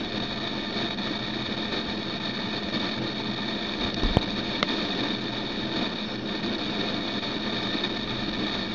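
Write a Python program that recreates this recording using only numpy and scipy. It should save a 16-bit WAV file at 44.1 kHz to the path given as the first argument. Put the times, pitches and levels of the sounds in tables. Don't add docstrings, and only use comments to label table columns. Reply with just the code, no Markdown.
import sys
import numpy as np
from scipy import signal
from scipy.fft import rfft, irfft, next_fast_len
from scipy.io import wavfile
from scipy.ndimage import uniform_filter1d

SR = 44100
rng = np.random.default_rng(int(sys.argv[2]) if len(sys.argv) > 2 else 0)


def store_pcm(level_fs):
    pcm = np.round(np.clip(level_fs, -1, 1) * 32767).astype(np.int16)
    wavfile.write(sys.argv[1], SR, np.atleast_2d(pcm).T)


def ratio(d):
    e = np.asarray(d, float) / 20
    return 10 ** e


N = 385434

# (frequency [Hz], density [dB per Hz])
HISS_SPECTRUM = [(200, -21.5), (500, -4), (1000, -2), (2000, -1.5), (3000, -12.5), (4000, -8),
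                 (5000, -12.5), (6000, -23), (7000, -25.5), (7700, -51), (9000, -74)]
# (frequency [Hz], width [Hz], gain [dB])
CASE_MODES = [(700, 102, 13.5), (783, 63, -20), (889.5, 48, 11.5), (1131, 42, -13.5), (1183, 68, 8.5),
              (1497, 74, -14.5), (1702, 61, -0.5), (1783, 55, 9.5), (1846, 65, 6.5), (2059, 143, -15.5),
              (2270, 222, 9.5), (2491, 178, 13.5), (2720, 308, -21), (3560, 870, 15.5), (3807, 328, 8.5),
              (4056, 202, -14.5), (4280, 120, 9), (4442, 200, 8.5), (4470, 44, 2.5), (3675, 34, 3),
              (5120, 37, -8), (6720, 240, 4.5), (6600, 60, -0.5), (6510, 180, 8.5)]
# (time [s], length [ms], rise [dB])
SPURTS = [(0.142, 82, 2), (0.736, 140, 3.5), (0.994, 180, 1.5), (1.331, 160, 0.7), (1.72, 97, 3),
          (1.888, 29, 2.5), (2.205, 230, 1.5), (2.528, 63, 2), (2.74, 190, 3), (3.464, 62, 2),
          (3.604, 210, 1), (3.811, 110, 2.5), (3.969, 190, 2), (4.206, 33, 2), (4.282, 51, 1),
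          (4.372, 32, 3.5), (4.444, 150, 2.5), (4.683, 242, 3.5), (4.975, 170, 2.5), (5.723, 150, 3.5),
          (5.852, 22, -0.5), (6.433, 220, 1.2), (6.641, 330, 2), (7.048, 320, 1.4), (7.441, 150, 1.5),
          (7.565, 20, 2.5), (7.595, 279, 2.5), (7.836, 200, 0.2), (8.088, 230, 0.5), (8.389, 230, 2)]
# (time [s], length [ms], depth [dB])
GAPS = [(0.052, 67, -1.5), (0.184, 16, -5.5), (0.207, 15, -1.5), (0.28, 8, -2.5), (0.347, 10, -4),
        (0.393, 7, -3), (0.507, 8, 0), (0.715, 8.1, -6), (0.895, 8.3, -3.5), (0.95, 15, -5),
        (0.964, 10, -6), (0.999, 6.9, -2), (1.18, 8.1, -5.5), (1.203, 10, -2), (1.314, 12, -2),
        (1.483, 9, -3), (1.697, 10, -2.5), (1.83, 13, -2), (1.96, 8.6, -4), (2.004, 19, -0.5),
        (2.174, 24, -3), (2.317, 16, -4.5), (2.779, 16, -4), (2.9, 12, -4), (2.994, 22, -5.5),
        (3.223, 6.9, -4.5), (3.351, 6, -6), (3.756, 30, -2), (3.905, 37, -3), (3.95, 13, -7),
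        (4.194, 17, -5.5), (4.248, 8.5, -7), (4.327, 39, -1), (4.415, 13, -3.5), (4.612, 14, -5),
        (4.883, 22, -2), (5.164, 54, -0.5), (5.232, 7.6, -1.5), (5.66, 7.5, -6), (5.905, 17, -2),
        (5.942, 10, -6.5), (6.053, 228, -1), (6.054, 27, -2.5), (6.166, 90, -4), (6.256, 26, -1.5),
        (6.2, 18, -1.5), (6.23, 22, -2), (6.41, 14, -6.5), (6.505, 10, -5.5), (6.559, 24, -4),
        (6.922, 10, -1), (7.022, 27, -0.5), (7.196, 28, -3.5), (7.386, 9, -5), (7.752, 4.6, -2),
        (8.05, 21, -2.5), (8.298, 11, -2), (8.318, 7.2, -8.5), (8.358, 5.7, -4.5), (8.678, 16, -2.5),
        (0.016, 7.6, -2), (0.113, 6.5, -5.5), (1.258, 4.1, -4), (1.558, 7.1, -5), (1.855, 3.6, -2),
         (2.111, 10.0, -0.5), (2.192, 6.0, -8), (2.242, 5.4, -1), (2.383, 5.0, -6), (2.478, 7.3, -5.5),
         (2.616, 6.4, -5), (2.704, 6.0, -0.5), (2.715, 8.0, -4.5), (2.969, 7.0, -4.5), (3.124, 2.7, 0),
         (3.135, 11, -3), (3.4, 5.5, -1.5), (3.855, 6.0, -4), (4.012, 9.8, -4), (4.118, 6.0, -1.5),
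         (4.269, 6.5, -5.5), (4.349, 1.0, -3.5), (4.775, 6.5, -1), (5.018, 12.0, -2.3), (5.094, 3.2, -6),
         (5.174, 7.9, -4), (5.2, 6.0, -5.5), (5.311, 10.0, -3.5), (5.349, 4.0, 0), (5.748, 8.0, -2.5),
         (5.883, 6.0, -3.5), (6.084, 4.0, 0.5), (6.369, 11.0, -0.5), (6.685, 6.0, -3), (7.131, 6.0, -4),
         (7.414, 6.7, 0), (7.509, 3.6, 0), (7.722, 5.0, -4.5), (7.814, 10.0, -3), (7.885, 8.5, -4.5),
         (7.982, 6.4, -4), (8.07, 4.0, -2.5), (8.232, 23, 0), (8.381, 4.5, -4), (8.56, 17.0, -0.5)]
# (time [s], length [ms], rise [dB])
CATCHES = [(0.172, 10, 0.5), (0.226, 15, 2.5), (0.459, 26, 2.5), (0.786, 5.3, 4.5), (0.905, 7.3, 5),
           (0.977, 8.4, 1), (1.061, 20.0, 3.5), (1.191, 10.0, 1), (1.242, 8.5, 1), (1.339, 10, 1),
           (1.458, 16.0, 3.5), (1.517, 14.0, 3.5), (1.72, 8.0, 2.5), (2.251, 9.0, 4.5), (2.688, 7.1, 5),
           (2.738, 6.9, 6.5), (2.933, 13, 1), (2.978, 10.0, 2.5), (3.022, 5.6, -1), (3.069, 15.0, 0.5),
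           (3.09, 11.0, 1.5), (3.476, 12, 1.5), (3.733, 7.6, 2.3), (3.811, 8.0, 2.3), (3.839, 14, 3.5),
           (3.968, 11.0, -0.5), (4.03, 14, -1.5), (4.158, 20, -2.5), (4.22, 15, 3), (4.239, 1.0, 4),
           (4.299, 7.7, 4.5), (4.369, 27, 0.5), (4.498, 7.2, 1), (4.549, 15, 1), (4.686, 20.0, 3),
           (4.869, 5.9, 1), (4.92, 21.0, 1.5), (5.034, 9.0, 2.7), (5.796, 14, -3.5), (5.853, 19.0, 3),
           (6.19, 9.0, 5), (6.221, 7.6, 0), (6.285, 14.0, 2.6), (6.431, 13, 3.5), (6.462, 8.2, 3.5),
           (6.545, 7.2, 2.5), (6.878, 11.0, 3.5), (6.985, 19.0, -0.5), (7.169, 10, 1.5), (7.223, 20, 3.5),
           (7.525, 10.0, 2), (7.565, 9.0, 2.5), (7.835, 22, 3.5), (7.962, 13.0, 4), (8.019, 16, 2.5),
           (8.105, 11, 4), (8.333, 13.0, 1), (8.539, 17, 3.1)]
# (frequency [Hz], level [dB rms])
TONES = [(212.4, -40), (237.3, -47), (335.9, -47), (425.3, -58), (679.0, -57), (839.2, -60), (942.1, -62),
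         (1559.6, -65), (1752.3, -61), (1903.0, -64), (2182.3, -68), (2271.4, -57), (2370.1, -58),
         (2433.9, -63), (2468.9, -63), (2931.2, -70), (3005.9, -65), (3126.7, -66), (3229.4, -64),
         (3495.1, -59), (3593.8, -54), (3731.9, -54), (3786.5, -56), (3830.9, -55), (3936.5, -63),
         (4018.6, -69), (4199.1, -60), (4305.4, -57), (4404.0, -53), (4906.9, -72), (5009.8, -72),
         (5160.6, -72), (5262.8, -76), (5760.8, -80), (5863.8, -78), (6013.8, -80), (6619.9, -73),
         (6718.6, -78), (6824.7, -84)]
# (frequency [Hz], density [dB per Hz])
AIR_SPECTRUM = [(20, -20.5), (60, -19.5), (100, -9), (250, 1.5), (500, -2), (1000, -14.5), (1600, -12),
                (2100, -21), (2900, -14.5), (3600, -20), (5000, -24), (6000, -28.5), (6800, -50),
                (7700, -74.5)]
# (frequency [Hz], width [Hz], gain [dB])
ROOM_MODES = [(127.2, 10, 10.5), (150.6, 19, -9), (193.7, 24, 8.5), (229, 13, 1.5), (315, 85, 7),
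              (382, 51, -6), (396.5, 43, 6.5), (439, 16, -2), (467, 45, -2)]
# (time [s], length [ms], change [dB])
DRAUGHTS = [
    (0.9, 600, -1),
    (2.15, 440, -1),
    (3.15, 280, -0.5),
    (4.65, 600, 1),
    (5.55, 350, -1),
    (5.84, 70, 2.5),
    (6.4, 650, 0.5),
    (7.55, 140, -1),
    (7.78, 210, 1),
    (8.25, 460, 0.5),
]
# (time [s], level [dB])
GRIP = [(0, -54), (3.72, -57), (4.04, -42), (4.23, -46.5), (4.4, -44), (5.2, -53.5), (7.9, -57),
        (8.15, -45), (8.74, -51)]
# (time [s], peak [dB], frequency [Hz], t60 [s])
BUMPS = [(0.3, -37, 84, 0.16), (1.47, -40, 85, .15), (1.88, -33, 77, 0.14), (2.64, -37, 75, .2),
         (3.79, -34, 42, 0.39), (3.847, -23.5, 91, 0.088), (4.033, -12.5, -300, 0.028),
         (4.0358, -24, 1020, 0.025), (4.034, -25, 680, 0.015), (4.034, -19, 35, 0.44),
         (4.049, -21, -70, 0.073), (4.0605, -21, 270, .03), (4.064, -19, 60, .05), (4.088, -30, 1150, .015),
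         (4.087, -26, 698, 0.014), (4.108, -23, -54.5, 0.09), (4.1701, -16, 3150, 0.009),
         (4.1726, -23, -330, 0.006), (4.172, -10, -87, 0.018), (4.1746, -13, -560, 0.005)]
# (time [s], peak [dB], rise and fall [ms])
KNOCK = [
    (4.1702, -0.2, 0.7),
    (4.1697, -20, 1.8),
    (4.1714, -16, 0.45),
]
# (time [s], peak [dB], tilt [dB per octave], ring share [of t60])
CLICKS = [
    (2.253, -32, 7, 0.48),
    (4.034, -23, 13, .4),
    (4.62854, -6, -0.5, 0.95),
]
# (frequency [Hz], level [dB], t60 [s])
SHELL_MODES = [(255, -3.5, 0.022), (596, -9.5, 0.057), (734, -6, 0.03), (1320, 8, 0.0046),
               (2110, -3.5, 0.017), (2850, -12, 0.0056), (3280, 1, 0.0063), (3670, -1.5, 0.013),
               (4020, 3.5, 0.008), (4320, -18, .008), (5030, -13, 0.014), (5900, -19, 0.017)]
# (time [s], peak [dB], frequency [Hz], t60 [s])
TICKS = [
    (3.9437, -16, 4350, .005),
    (3.9437, -23, 5500, .004),
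    (3.9448, -24, 4700, .005),
    (3.9461, -25, 4500, .004),
    (4.0335, -27, 5600, .007),
    (4.0352, -25, 4400, .007),
    (4.0366, -30, 6200, .006),
]
# (time [s], length [ms], level [dB])
RUSTLES = [
    (3.93, 40, -58),
    (6.05, 110, -54.5),
    (6.17, 120, -60),
]
# (low [Hz], high [Hz])
RUSTLE_BAND_HZ = [5200, 5500]
# (frequency [Hz], width [Hz], gain [dB])
PORT_MODES = [(4850, 110, -4), (6170, 130, -6), (6370, 110, -3), (6980, 330, -17), (7280, 300, 11)]

HISS_DB, AIR_DB, BOOM_DB = -35, -35.5, -42.7
BITE_MS = 37
GAP_DEEPENS = 1.55
AIR_SLIPS = 0.05
BOOM_SWELL_DB, TREMOR_SWING_DB = 0.4, 3
TONE_GAIN_DB = 3
SKIN_CUT_HZ = 5800
CONVERTER_CUT_HZ = 8100
OFFSET = -0.004


def rms_one(x):
    return x / np.sqrt(np.mean(x ** 2) + 1e-20)


def drift(rate_hz):
    r = np.exp(-2 * np.pi * rate_hz / SR)
    noise = rng.standard_normal(N + SR)
    return rms_one(signal.lfilter([1], [1, -2 * r, r * r], noise)[SR:])


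def steps(rows, edge_ms):
    out = np.zeros(N)
    for s, ms, change in rows:
        out[int(s * SR):int((s + ms / 1000) * SR)] += change
    return uniform_filter1d(out, size=max(int(edge_ms * SR / 1000), 1))


def slope(x, spectrum):
    size = next_fast_len(N)
    bin_hz = np.maximum(np.arange(size // 2 + 1) * SR / size, 1)
    hz, db = np.transpose(spectrum)
    gain = ratio(np.interp(np.log(bin_hz), np.log(hz), db))
    return irfft(rfft(x, size) * gain, size)[:N]


def resonate(x, modes):
    hz, width_hz, db = np.transpose(modes)
    a = ratio(db / 2)
    c = -2 * np.cos(2 * np.pi * hz / SR)
    w = np.pi * width_hz / SR
    sos = np.stack([1 + w * a, c, 1 - w * a, 1 + w / a, c, 1 - w / a], axis=1)
    return signal.sosfilt(sos / sos[:, 3:4], x)


def add_blow(out, s, db, hz, t60):
    start = int(s * SR)
    t = np.arange(min(int(t60 * SR), N - start)) / SR
    out[start:start + len(t)] += ratio(db - 60 * t / t60) * np.sin(2 * np.pi * hz * t)


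def bearing_contact(flutter_db, wobble_db):
    lost_db = GAP_DEEPENS * steps(GAPS, edge_ms=5)
    caught_db = steps(CATCHES, edge_ms=3)
    return ratio(lost_db + caught_db + flutter_db * drift(260) + wobble_db * drift(70))


def bearing(hiss_db, contact):
    friction = resonate(slope(rng.standard_normal(N), HISS_SPECTRUM), CASE_MODES)
    return ratio(hiss_db) * rms_one(friction) * contact


def tones(load):
    out = np.zeros(N)
    t = np.arange(N) / SR
    waver = drift(0.93)
    for (hz, db), turn in zip(TONES, rng.random(len(TONES))):
        level = ratio(TONE_GAIN_DB + db) * (load if hz > 600 else 1)
        out += level * np.sin(2 * np.pi * (hz * t + turn + waver * hz / 30000))
    return out


def fan(air_db, boom_db, contact):
    turbulence = rng.standard_normal(N) * ratio(1.5 * drift(20))
    air = resonate(slope(turbulence, AIR_SPECTRUM), ROOM_MODES)
    boom = signal.sosfiltfilt(signal.butter(3, 160, fs=SR, output="sos"), air)
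    top = signal.sosfiltfilt(signal.butter(2, 900, "high", fs=SR, output="sos"), air)
    upper = air - boom + top * (contact ** AIR_SLIPS - 1)
    return ratio(air_db) * rms_one(upper) + ratio(boom_db) * rms_one(boom)


def hand():
    t = np.arange(N) / SR
    band = signal.butter(2, [18, 60], "band", fs=SR, output="sos")
    tremor = rms_one(signal.sosfilt(band, rng.standard_normal(N)))
    grip_s, grip_db = np.transpose(GRIP)
    out = ratio(np.interp(t, grip_s, grip_db) - 1 + TREMOR_SWING_DB * drift(2.5)) * tremor
    for bump in BUMPS:
        add_blow(out, *bump)
    for s, db, ms in KNOCK:
        distance = np.abs(t - s) / (ms / 1000)
        out += ratio(db) * np.maximum(1 - distance, 0) ** 1.25
    return out


def clicks():
    out = np.zeros(N)
    for s, peak_db, tilt_db, share in CLICKS:
        for hz, db, t60 in SHELL_MODES:
            level_db = peak_db + db - 9.5 + tilt_db * np.log2(hz / 4000)
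            ring_s = t60 * share
            add_blow(out, s - 0.0002, level_db - 5, hz, ring_s)
            add_blow(out, s, level_db, -hz, ring_s)
            add_blow(out, s + 0.00124, level_db - 0.5 - hz / 300, hz, ring_s)
    for tick in TICKS:
        add_blow(out, *tick)
    return out


def rustle():
    band = signal.butter(2, RUSTLE_BAND_HZ, "band", fs=SR, output="sos")
    rub = rms_one(signal.sosfilt(band, rng.standard_normal(N)))
    return rub * steps([(s, ms, ratio(db)) for s, ms, db in RUSTLES], edge_ms=15)


def scene():
    load_db = steps(SPURTS, BITE_MS)
    contact = bearing_contact(flutter_db=1.5, wobble_db=0.8)
    drive = bearing(HISS_DB + load_db, contact)
    drive += tones(contact * ratio(load_db - np.mean(load_db)))
    air_db = AIR_DB + load_db + steps(DRAUGHTS, edge_ms=130)
    boom_db = BOOM_DB + BOOM_SWELL_DB * drift(2.7)
    air = fan(air_db, boom_db, contact / np.mean(contact))
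    skin = signal.butter(6, SKIN_CUT_HZ, fs=SR, output="sos")
    touch = signal.sosfilt(skin, hand() + clicks())
    return np.tile(drive + air + touch + rustle(), (2, 1))


def band_limit(x):
    return signal.sosfilt(signal.butter(12, 16000, fs=SR, output="sos"), x)


def record(dry):
    converter = signal.cheby2(14, 60, CONVERTER_CUT_HZ, fs=SR, output="sos")
    narrow = signal.sosfilt(converter, resonate(dry, PORT_MODES))
    return band_limit(np.clip(narrow + OFFSET, -1, 1))


dry = scene()
out = record(dry)
store_pcm(out)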